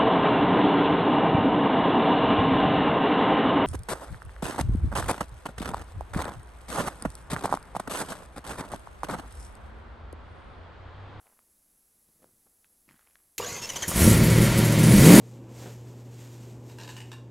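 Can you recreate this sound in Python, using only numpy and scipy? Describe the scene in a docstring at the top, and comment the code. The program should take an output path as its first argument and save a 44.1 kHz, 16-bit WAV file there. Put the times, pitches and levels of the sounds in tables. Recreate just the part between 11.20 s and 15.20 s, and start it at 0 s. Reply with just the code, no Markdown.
"""A V8 race car cranks, catches, idles roughly with a spitting exhaust and revs in a shed doorway.
Eight uneven cylinders pulse into the pipes and flutter the engine's clatter and gas hiss.
Before it fires, the solenoid clacks and the starter gears whine against each compression.
Feet shift on gravel at the start, insects hiss faintly, and the shed gives the car a short tail."""
import sys
import numpy as np
from scipy import signal
from scipy.fft import rfft, irfft
from scipy.io import wavfile
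from scipy.ndimage import uniform_filter1d

SR = 44100
rng = np.random.default_rng(int(sys.argv[2]) if len(sys.argv) > 2 else 0)


def pcm_store(signal):
    """Save signal as 16-bit PCM."""
    levels = np.round(np.clip(np.atleast_2d(signal), -1, 1) * 32767)
    wavfile.write(sys.argv[1], SR, levels.astype(np.int16).T)


N = 176400
T = np.arange(N) / SR
HZ = np.fft.rfftfreq(N, 1 / SR)

# firing rate from catch to idle to rev: t/s, f/Hz
FIRING_RATE = [(2.67, 17), (2.735, 20), (2.76, 53), (2.818, 78), (2.852, 92), (2.9, 107), (2.97, 114),
               (3.3, 116.5), (3.62, 113), (3.7, 118), (3.79, 129), (3.87, 158), (3.95, 195), (4.0, 211)]
THROTTLE_S, THROTTLE_RISE_S = 3.73, .2
def engine():
    """One firing clock drives the V8; returns its rough roar and its clean boom."""
    hz = curve(FIRING_RATE)
    firings = np.cumsum(hz * (T > FIRING_RATE[0][0])) / SR
    throttle = np.clip((T - THROTTLE_S) / THROTTLE_RISE_S, 0, 1)
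    pulses, puffs = cylinders(hz, firings, throttle)
    pipes = exhaust(pulses, puffs, throttle)
    boom = engine_boom(hz, firings, throttle)
    return pipes + backfire_thumps() + clatter(puffs) + gas_hiss(puffs), boom


# cylinders in firing order: level/dB, bank (0 near, 1 far)
FIRING_ORDER = [(0, 0.0076), (0, 0.93), (2, 0.71), (-1, 0.1), (0, 0.9), (2, 0.026), (1, 0.0066), (0, 0.91)]
FAR_BANK_S, JITTER_S, UNEVEN_DB, PUFF_S = .0021, .00027, 2, .005
def cylinders(hz, firings, throttle):
    """Each firing is a sharp pulse and a dying puff of gas, a little off in time and strength."""
    at = np.flatnonzero(np.diff(np.floor(firings)))
    db, bank = np.array(FIRING_ORDER)[np.arange(len(at)) % len(FIRING_ORDER)].T
    roughness = 1 - .7 * throttle[at]  # the throttle steadies the firing
    late, strong = rng.standard_normal((len(at), 2)).T * roughness
    size = unit(amp(db + UNEVEN_DB * np.tanh(strong))) * np.sqrt(SR / hz[at])
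    pulses = clicks(at / SR + FAR_BANK_S * bank + JITTER_S * late, size)
    puffs = signal.lfilter([1], [1, -np.exp(-1 / (PUFF_S * SR))], pulses)
    return pulses, puffs / np.sqrt(np.mean(puffs[at[0]:] ** 2))


# exhaust fader: t/s, level/dB
EXHAUST_FADER = [(2.73, -58), (2.76, -33), (2.808, -18.5), (2.864, -15), (2.99, -21), (3.11, -18.5),
                 (3.15, -21.5), (3.19, -17), (3.245, -19.5), (3.28, -29.5), (3.4, -21), (3.56, -21.5),
                 (3.7, -19), (3.8, -17), (3.89, -10), (4.0, -13.5)]
# pipe tone at idle and with the throttle open: f/Hz, level/dB
IDLE_EQ = [(20, -26), (42, -1), (66, -1.5), (88, -1), (125, -4.5), (165, 1.5), (205, 2), (245, -9),
           (360, -8), (410, -14), (580, -15.5), (700, -33), (2500, -42.5)]
REV_EQ = [(12, -37), (25, -2), (60, -27), (120, -4.5), (200, -3), (290, 0), (360, -9.5), (440, -8.5),
          (550, -14), (700, -22), (1100, -29), (2500, -41)]
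TURBULENCE = .3
def exhaust(pulses, puffs, throttle):
    """Pulses and turbulent gas sound the pipes; the throttle crossfades idle tone to rev tone."""
    gas = TURBULENCE * puffs * noise() - pulses
    pipes = (1 - throttle) * colour(gas, IDLE_EQ) + throttle * colour(gas, REV_EQ)
    return level(EXHAUST_FADER) * pipes


# boom fader: t/s, level/dB
BOOM_FADER = [(2.74, -30.5), (2.8, -33.5), (2.87, -24), (3.0, -26), (3.3, -33), (3.6, -29), (3.8, -15),
              (3.88, -11.5), (4.0, -9.5)]
# engine tones: multiple of the eight-cylinder cycle -> level/dB
ENGINE_ORDERS = {6: -10.5, 8: 0, 11: -1, 13: -4.5, 15: -14, 21: -8, 40: -2}
def engine_boom(hz, firings, throttle):
    """Harmonics of the engine cycle, shaped by the pipe, burble less as the throttle opens."""
    cycle = 2 * np.pi * firings / len(FIRING_ORDER)
    burble_db = 2.4 * (2.5 - throttle)
    tones = 0
    for k, db in ENGINE_ORDERS.items():
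        gain = amp(db + read(IDLE_EQ, k * hz / len(FIRING_ORDER)) + burble_db * drift(22.7))
        tones += gain * np.cos(k * cycle + .2 * drift(14))
    return -level(BOOM_FADER) * tones


# first lone firings: t/s, level/dB
FIRST_COUGHS = [(2.68, -5), (2.692, -4), (2.74, -2.5), (2.759, 2.5)]
# exhaust spits: t/s, level/dB
EXHAUST_SPITS = [(2.679, -26.5), (2.739, -41), (3.032, -30), (3.099, -31), (3.213, -28.5), (3.237, -31.5),
                 (3.375, -28.5), (3.445, -31.5), (3.517, -33.5), (3.586, -31), (3.631, -28.5),
                 (3.72, -32.5)]
SPIT_RISE_S, THUMP_BOOST_DB = .002, 54.5
def backfire_thumps():
    """Lone firings and spits thump the pipe; the spits' thumps ride the exhaust fader."""
    cough_s, cough_db = np.transpose(FIRST_COUGHS)
    spit_s, spit_db = np.transpose(EXHAUST_SPITS)
    coughs = colour(-clicks(cough_s, amp(cough_db)), IDLE_EQ)
    thumps = colour(-clicks(spit_s + SPIT_RISE_S, amp(spit_db + THUMP_BOOST_DB)), IDLE_EQ)
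    return coughs + level(EXHAUST_FADER) * thumps


# hiss fader: t/s, level/dB
HISS_FADER = [(2.677, -40), (2.73, -42), (2.76, -28.5), (2.815, -23.5), (2.91, -25), (3.0, -35),
              (3.3, -35.5), (3.57, -39), (3.69, -31.5), (3.75, -28), (3.81, -25.5), (3.87, -23),
              (4.0, -22.5)]
# bright sizzle of the gas: f/Hz, level/dB
GAS_EQ = [(2000, -13), (4500, -6.5), (6500, -1), (8500, 0), (10500, 2.5), (12200, 0), (13800, -8.5),
          (16000, -11)]
HISS_PULSING = .16
def gas_hiss(puffs):
    """Escaping gas hisses, pulsing with each puff and flaring at each spit."""
    spit_power = sum((amp(db) * burst(s, SPIT_RISE_S, hold=.0097, fall=.025)) ** 2
                     for s, db in EXHAUST_SPITS)
    jet = patchy(noise()) * (1 + HISS_PULSING * puffs) / (1 + HISS_PULSING)
    return np.sqrt(level(HISS_FADER) ** 2 + spit_power) * colour(jet, GAS_EQ)


# clatter fader: t/s, level/dB
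CLATTER_FADER = [(2.67, -55), (2.72, -38.5), (2.76, -32.5), (2.82, -27), (2.99, -29.5), (3.3, -29),
                 (3.55, -30.5), (3.8, -27), (3.89, -21.5), (4.0, -21.5)]
# body of the engine block: f/Hz, level/dB
BLOCK_EQ = [(350, -14), (600, 3), (800, -2.5), (1400, -3), (2000, 0.5), (2750, -4.5), (3700, -6),
            (4400, -8.5), (7000, -11), (12000, -26)]
# ringing engine parts: f/Hz, width/Hz, level/dB
PART_RINGS = [(552, 18, -3.5), (938, 51, -2), (1089, 23, -7.5), (1383.5, 19, -3), (1962, 38, -2.5),
              (2195, 110, 0), (3096, 35, -7), (4500, 250, -3), (6830, 130, -9)]
CLATTER_PULSING, TICKS_PER_S = .22, 700
def clatter(puffs):
    """The block knocks with the firings and ticks at random while its parts ring."""
    ticks = unit(noise() * (rng.random(N) < TICKS_PER_S / SR))
    knocking = unit(noise() * (1 + CLATTER_PULSING * puffs)) + amp(-15) * ticks
    block = amp(-2.5) * colour(knocking, BLOCK_EQ)
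    return level(CLATTER_FADER) * (block + amp(-7) * ring(noise(), PART_RINGS))


# pinion tooth rate, sagging under each compression: t/s, f/Hz
TOOTH_RATE = [(2.18, 250), (2.225, 580), (2.26, 695), (2.3, 855), (2.35, 900), (2.42, 915), (2.455, 888),
              (2.49, 1035), (2.515, 935), (2.553, 1095), (2.578, 975), (2.618, 1110), (2.642, 1000)]
PITCH_JITTER = .021
def starter():
    """The solenoid throws the pinion in and the motor cranks the engine through its gears."""
    hz = curve(TOOTH_RATE)
    phase = 2 * np.pi * np.cumsum(hz * (1 + PITCH_JITTER * drift(435))) / SR
    return gear_squeal(phase) + spin_up(hz, phase) + gear_rattle() + solenoid() + gear_knocks()


# compressions loading the starter: t/s, length/s, level/dB
COMPRESSIONS = [(2.416, 0.057, -35), (2.49, .026, -31.5), (2.557, 0.023, -28), (2.621, 0.029, -27.5)]
# tooth harmonics, from the first up: level/dB
TOOTH_HARMONICS = [-13, -13.5, 0.5, -14, -17, 4.5, -3.5, -15, -7.5]
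# grit of the starter gears: f/Hz, level/dB
GRIND_EQ = [(24, -11), (96, 3), (200, -9.5), (516, -5), (1480, -9.5), (3220, -8.5), (3830, -12),
            (6170, -10.5), (8770, -17), (12800, -17.5), (16000, -33)]
def gear_squeal(phase):
    """The teeth whine and grind as they push through each compression."""
    load = sum(amp(db) * arch(s, length) for s, length, db in COMPRESSIONS)
    whine = unit(sum(amp(db) * np.sin(k * phase) for k, db in enumerate(TOOTH_HARMONICS, 1)))
    flutter_db = 3.4 * drift(130)
    return load * (amp(flutter_db - 2.5) * whine + amp(-6.5) * colour(noise(), GRIND_EQ))


# spin-up fader: t/s, level/dB
SPIN_FADER = [(2.2, -50), (2.24, -43.5), (2.355, -43), (2.44, -59)]
# motor partials: multiple of the tooth rate -> level/dB
SPIN_PARTIALS = {2.35: 1.5, 5: -0.5, 6: -3, 7: -7, 9: -2}
# treble peak of the gear case: f/Hz, level/dB
CASE_EQ = [(5600, -5), (6400, 12), (7600, -9)]
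SPIN_FLUTTER_DB = 4
def spin_up(hz, phase):
    """The motor sings up to speed, its partials sweeping through the gear case's peak."""
    whine = sum(amp(db + read(CASE_EQ, k * hz) + SPIN_FLUTTER_DB * drift(72)) * np.sin(k * phase)
                for k, db in SPIN_PARTIALS.items())
    return level(SPIN_FADER) * whine


# rattle fader: t/s, level/dB
RATTLE_FADER = [(2.181, -58), (2.195, -40), (2.225, -36.5), (2.37, -38.5), (2.41, -41.5), (2.66, -38),
                (2.74, -35), (2.82, -65)]
# starter housing resonances: f/Hz, width/Hz, level/dB
HOUSING_RINGS = [(92.3, 12, -15), (195, 26, -8.5), (483, 96, -2.5), (951, 25, -4.5), (1100, 16, -8.5),
                 (2065, 80, -7.5), (6840, 80, 2)]
def gear_rattle():
    """The running gears rattle and their housing rings."""
    teeth = unit(patchy(noise()) * amp(2.3 * drift(214)))
    housing = amp(-6.5) * ring(noise(), HOUSING_RINGS)
    return level(RATTLE_FADER) * (amp(-2.5) * colour(teeth, GRIND_EQ) + housing)


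# plunger crack and its ringing tail: t/s, level/dB, decay/s
PLUNGER_CLACK = [(2.1803, -25.5, 0.0021), (2.183, -30, 0.0096)]
# metallic tone of the clack: f/Hz, level/dB
CLACK_EQ = [(100, -30), (330, -2), (600, -19), (1700, -9), (2600, 7), (3400, -5), (4300, -3), (5000, -10),
            (5900, -1), (7000, 0), (8500, -9), (13000, -5), (16000, -17)]
def solenoid():
    """The plunger slams home with a sharp crack and a short ring."""
    clack = sum(amp(db) * burst(s, rise=.00024, hold=.0014, fall=fall) for s, db, fall in PLUNGER_CLACK)
    return colour(noise() * clack, CLACK_EQ)


# gear knocks: t/s, f/Hz, width/Hz, level/dB, decay/s
GEAR_HITS = [(2.195, 457, 109, -35.5, 0.024), (2.196, 984, 150, -35, .012), (2.222, 1147, 45, -40.5, .04),
             (2.633, 1860, 178, -30.5, 0.012), (2.713, 1010, 710, -29.5, .0044)]
def gear_knocks():
    """Each knock in the gears rings briefly in one band."""
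    return sum(amp(db) * burst(s, rise=.0038, hold=.0028, fall=fall) * ring(noise(), [(hz, width, 0)])
               for s, hz, width, db, fall in GEAR_HITS)


# gravel clicks: t/s, level/dB, brightest f/Hz
STONE_SNAPS = [(0.069, -53.5, 1400), (0.191, -53.5, 980), (1.03, -54, 500), (1.043, -50, 600),
               (1.69, -47, 1370), (1.793, -52, 1440), (1.873, -56, 1700), (1.9556, -46, 1490)]
# shoe scuffs: t/s, length/s, level/dB, brightest f/Hz
SHOE_SCUFFS = [(0, 0.26, -69, 1080), (.85, 0.48, -73, 200), (0.99, 0.13, -65.5, 408),
               (1.265, .024, -68, 600), (1.443, 0.022, -64.5, 2210), (1.673, 0.11, -60, 232),
               (1.679, 0.11, -65, 1770), (1.72, 0.41, -73, 1770)]
def gravel():
    """Stones snap and grind under a shoe."""
    def dull(x, hz):
        return colour(x, [(hz / 8, -16), (hz * .47, -1), (hz * 1.09, 0), (hz * 2.56, -14), (hz * 10, -32)])
    snaps = sum(amp(db) * dull(noise() * burst(s, rise=.0001, hold=.00023, fall=.00063), hz)
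                for s, db, hz in STONE_SNAPS)
    grains = unit(noise() * amp(7 * drift(340)))
    scuffs = sum(amp(db) * arch(s, length) * dull(grains, hz) for s, length, db, hz in SHOE_SCUFFS)
    return amp(4) * snaps + scuffs


# outdoor air bed: f/Hz, level/dB
AIR_EQ = [(25, -3), (58, -2), (137, -11), (190, -5.5), (270, -7.5), (590, -12.5), (3160, -22), (9570, -9.5),
          (11300, -7), (16000, -18.5)]
INSECT_HZ, INSECT_WIDTH_HZ = 11130, 260
def meadow():
    """Still air and the thin hiss of a distant insect chorus."""
    air = amp(-67.5) * colour(noise(), AIR_EQ)
    return air + amp(-72) * ring(noise(), [(INSECT_HZ, INSECT_WIDTH_HZ, 0)])


# shed reverb time: f/Hz, t60/s
SHED_DECAY = [(100, 0.94), (1000, 0.16), (10000, 0.15)]
def shed(x):
    """Scattered reflections from the open shed blur into a tail that lasts longest in the bass."""
    n = SR // 2
    echoes = rng.standard_normal(n) * (rng.random(n) < 2000 / SR) * (T[:n] > .008)  # 8 ms pre-delay
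    hz, t, bands = signal.stft(echoes, SR, nperseg=256)
    decay = amp(-60 * t / read(SHED_DECAY, hz)[:, None])
    tail = signal.istft(bands * decay, SR, nperseg=256)[1]
    return signal.fftconvolve(x, tail / np.linalg.norm(tail))[:N]


def amp(db):
    """Decibels to gain."""
    return 10 ** (np.asarray(db) / 20)


def unit(x):
    """Scales to rms 1."""
    return x / np.sqrt(np.mean(x ** 2) + 1e-20)


def curve(points):
    """Joins (t/s, value) points."""
    return np.interp(T, *np.transpose(points))


def level(points):
    """Gain from a dB fader, silent before its first point."""
    return amp(np.interp(T, *np.transpose(points), left=-140))


def read(points, hz):
    """Reads a curve on a log-frequency axis."""
    f, values = np.transpose(points)
    return np.interp(np.log(hz + 1), np.log(f + 1), values)


def noise():
    """White noise."""
    return rng.standard_normal(N)


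def colour(x, points):
    """Minimum-phase EQ of unit energy."""
    log_gain = np.log(amp(read(points, abs(np.fft.fftfreq(8192, 1 / SR)))))
    taps = np.fft.ifft(np.exp(np.conj(signal.hilbert(log_gain)))).real[:4096]
    return signal.oaconvolve(x, taps / np.linalg.norm(taps))[:N]


def ring(x, rows):
    """Sum of steep resonances (f/Hz, width/Hz, level/dB), rms 1."""
    z = rfft(x)
    return unit(sum(amp(db) * unit(irfft(z / (1 + 1j * (HZ - f) / w) ** 2, N)) for f, w, db in rows))


def drift(hz):
    """Random wobble up to about hz, rms 1."""
    return unit(irfft(rfft(noise()) / (1 + (HZ / hz) ** 4), N))


def patchy(x, depth_db=3.0):
    """Turbulence: bands of the noise swell and fade at random."""
    bands = signal.stft(x, nperseg=512)[2]
    swell = uniform_filter1d(rng.standard_normal(bands.shape), size=3, axis=0)
    swell = unit(uniform_filter1d(swell, size=7, axis=1))
    return unit(signal.istft(bands * amp(depth_db * swell), nperseg=512)[1][:N])


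def burst(s, rise, hold, fall):
    """Attack, hold and exponential release, in seconds."""
    return np.clip((T - s) / rise, 0, 1) * np.exp(-np.maximum(T - s - hold, 0) / fall)


def arch(s, length):
    """A swell that peaks early."""
    return abs(np.sin(np.pi * np.clip((T - s) / length, 0, 1) ** 0.5))


def clicks(times, sizes):
    """Impulses at the given times."""
    return np.bincount(np.clip(np.asarray(times) * SR, 0, N).astype(int), sizes, N + 1)[:N]


SHED_SEND_DB, WIDTH_DB = -11.5, -48.5
def scene():
    """The car in the doorway over gravel and meadow, almost mono."""
    roar, boom = engine()
    car = roar + starter()
    mid = car + boom + amp(SHED_SEND_DB) * shed(car) + gravel() + meadow()
    side = amp(WIDTH_DB) * shed(mid)
    return np.array([mid + side, mid - side])


CEILING, HIGH_CUT_HZ = .95, 15850
def record(dry):
    """Soft peak limit, then a steep high cut."""
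    limited = dry / (1 + (dry / CEILING) ** 8) ** (1 / 8)
    high_cut = signal.firwin(511, HIGH_CUT_HZ, window=("kaiser", 9), fs=SR)
    return signal.oaconvolve(limited, high_cut[None], "same")


dry = scene()
out = record(dry)
pcm_store(out)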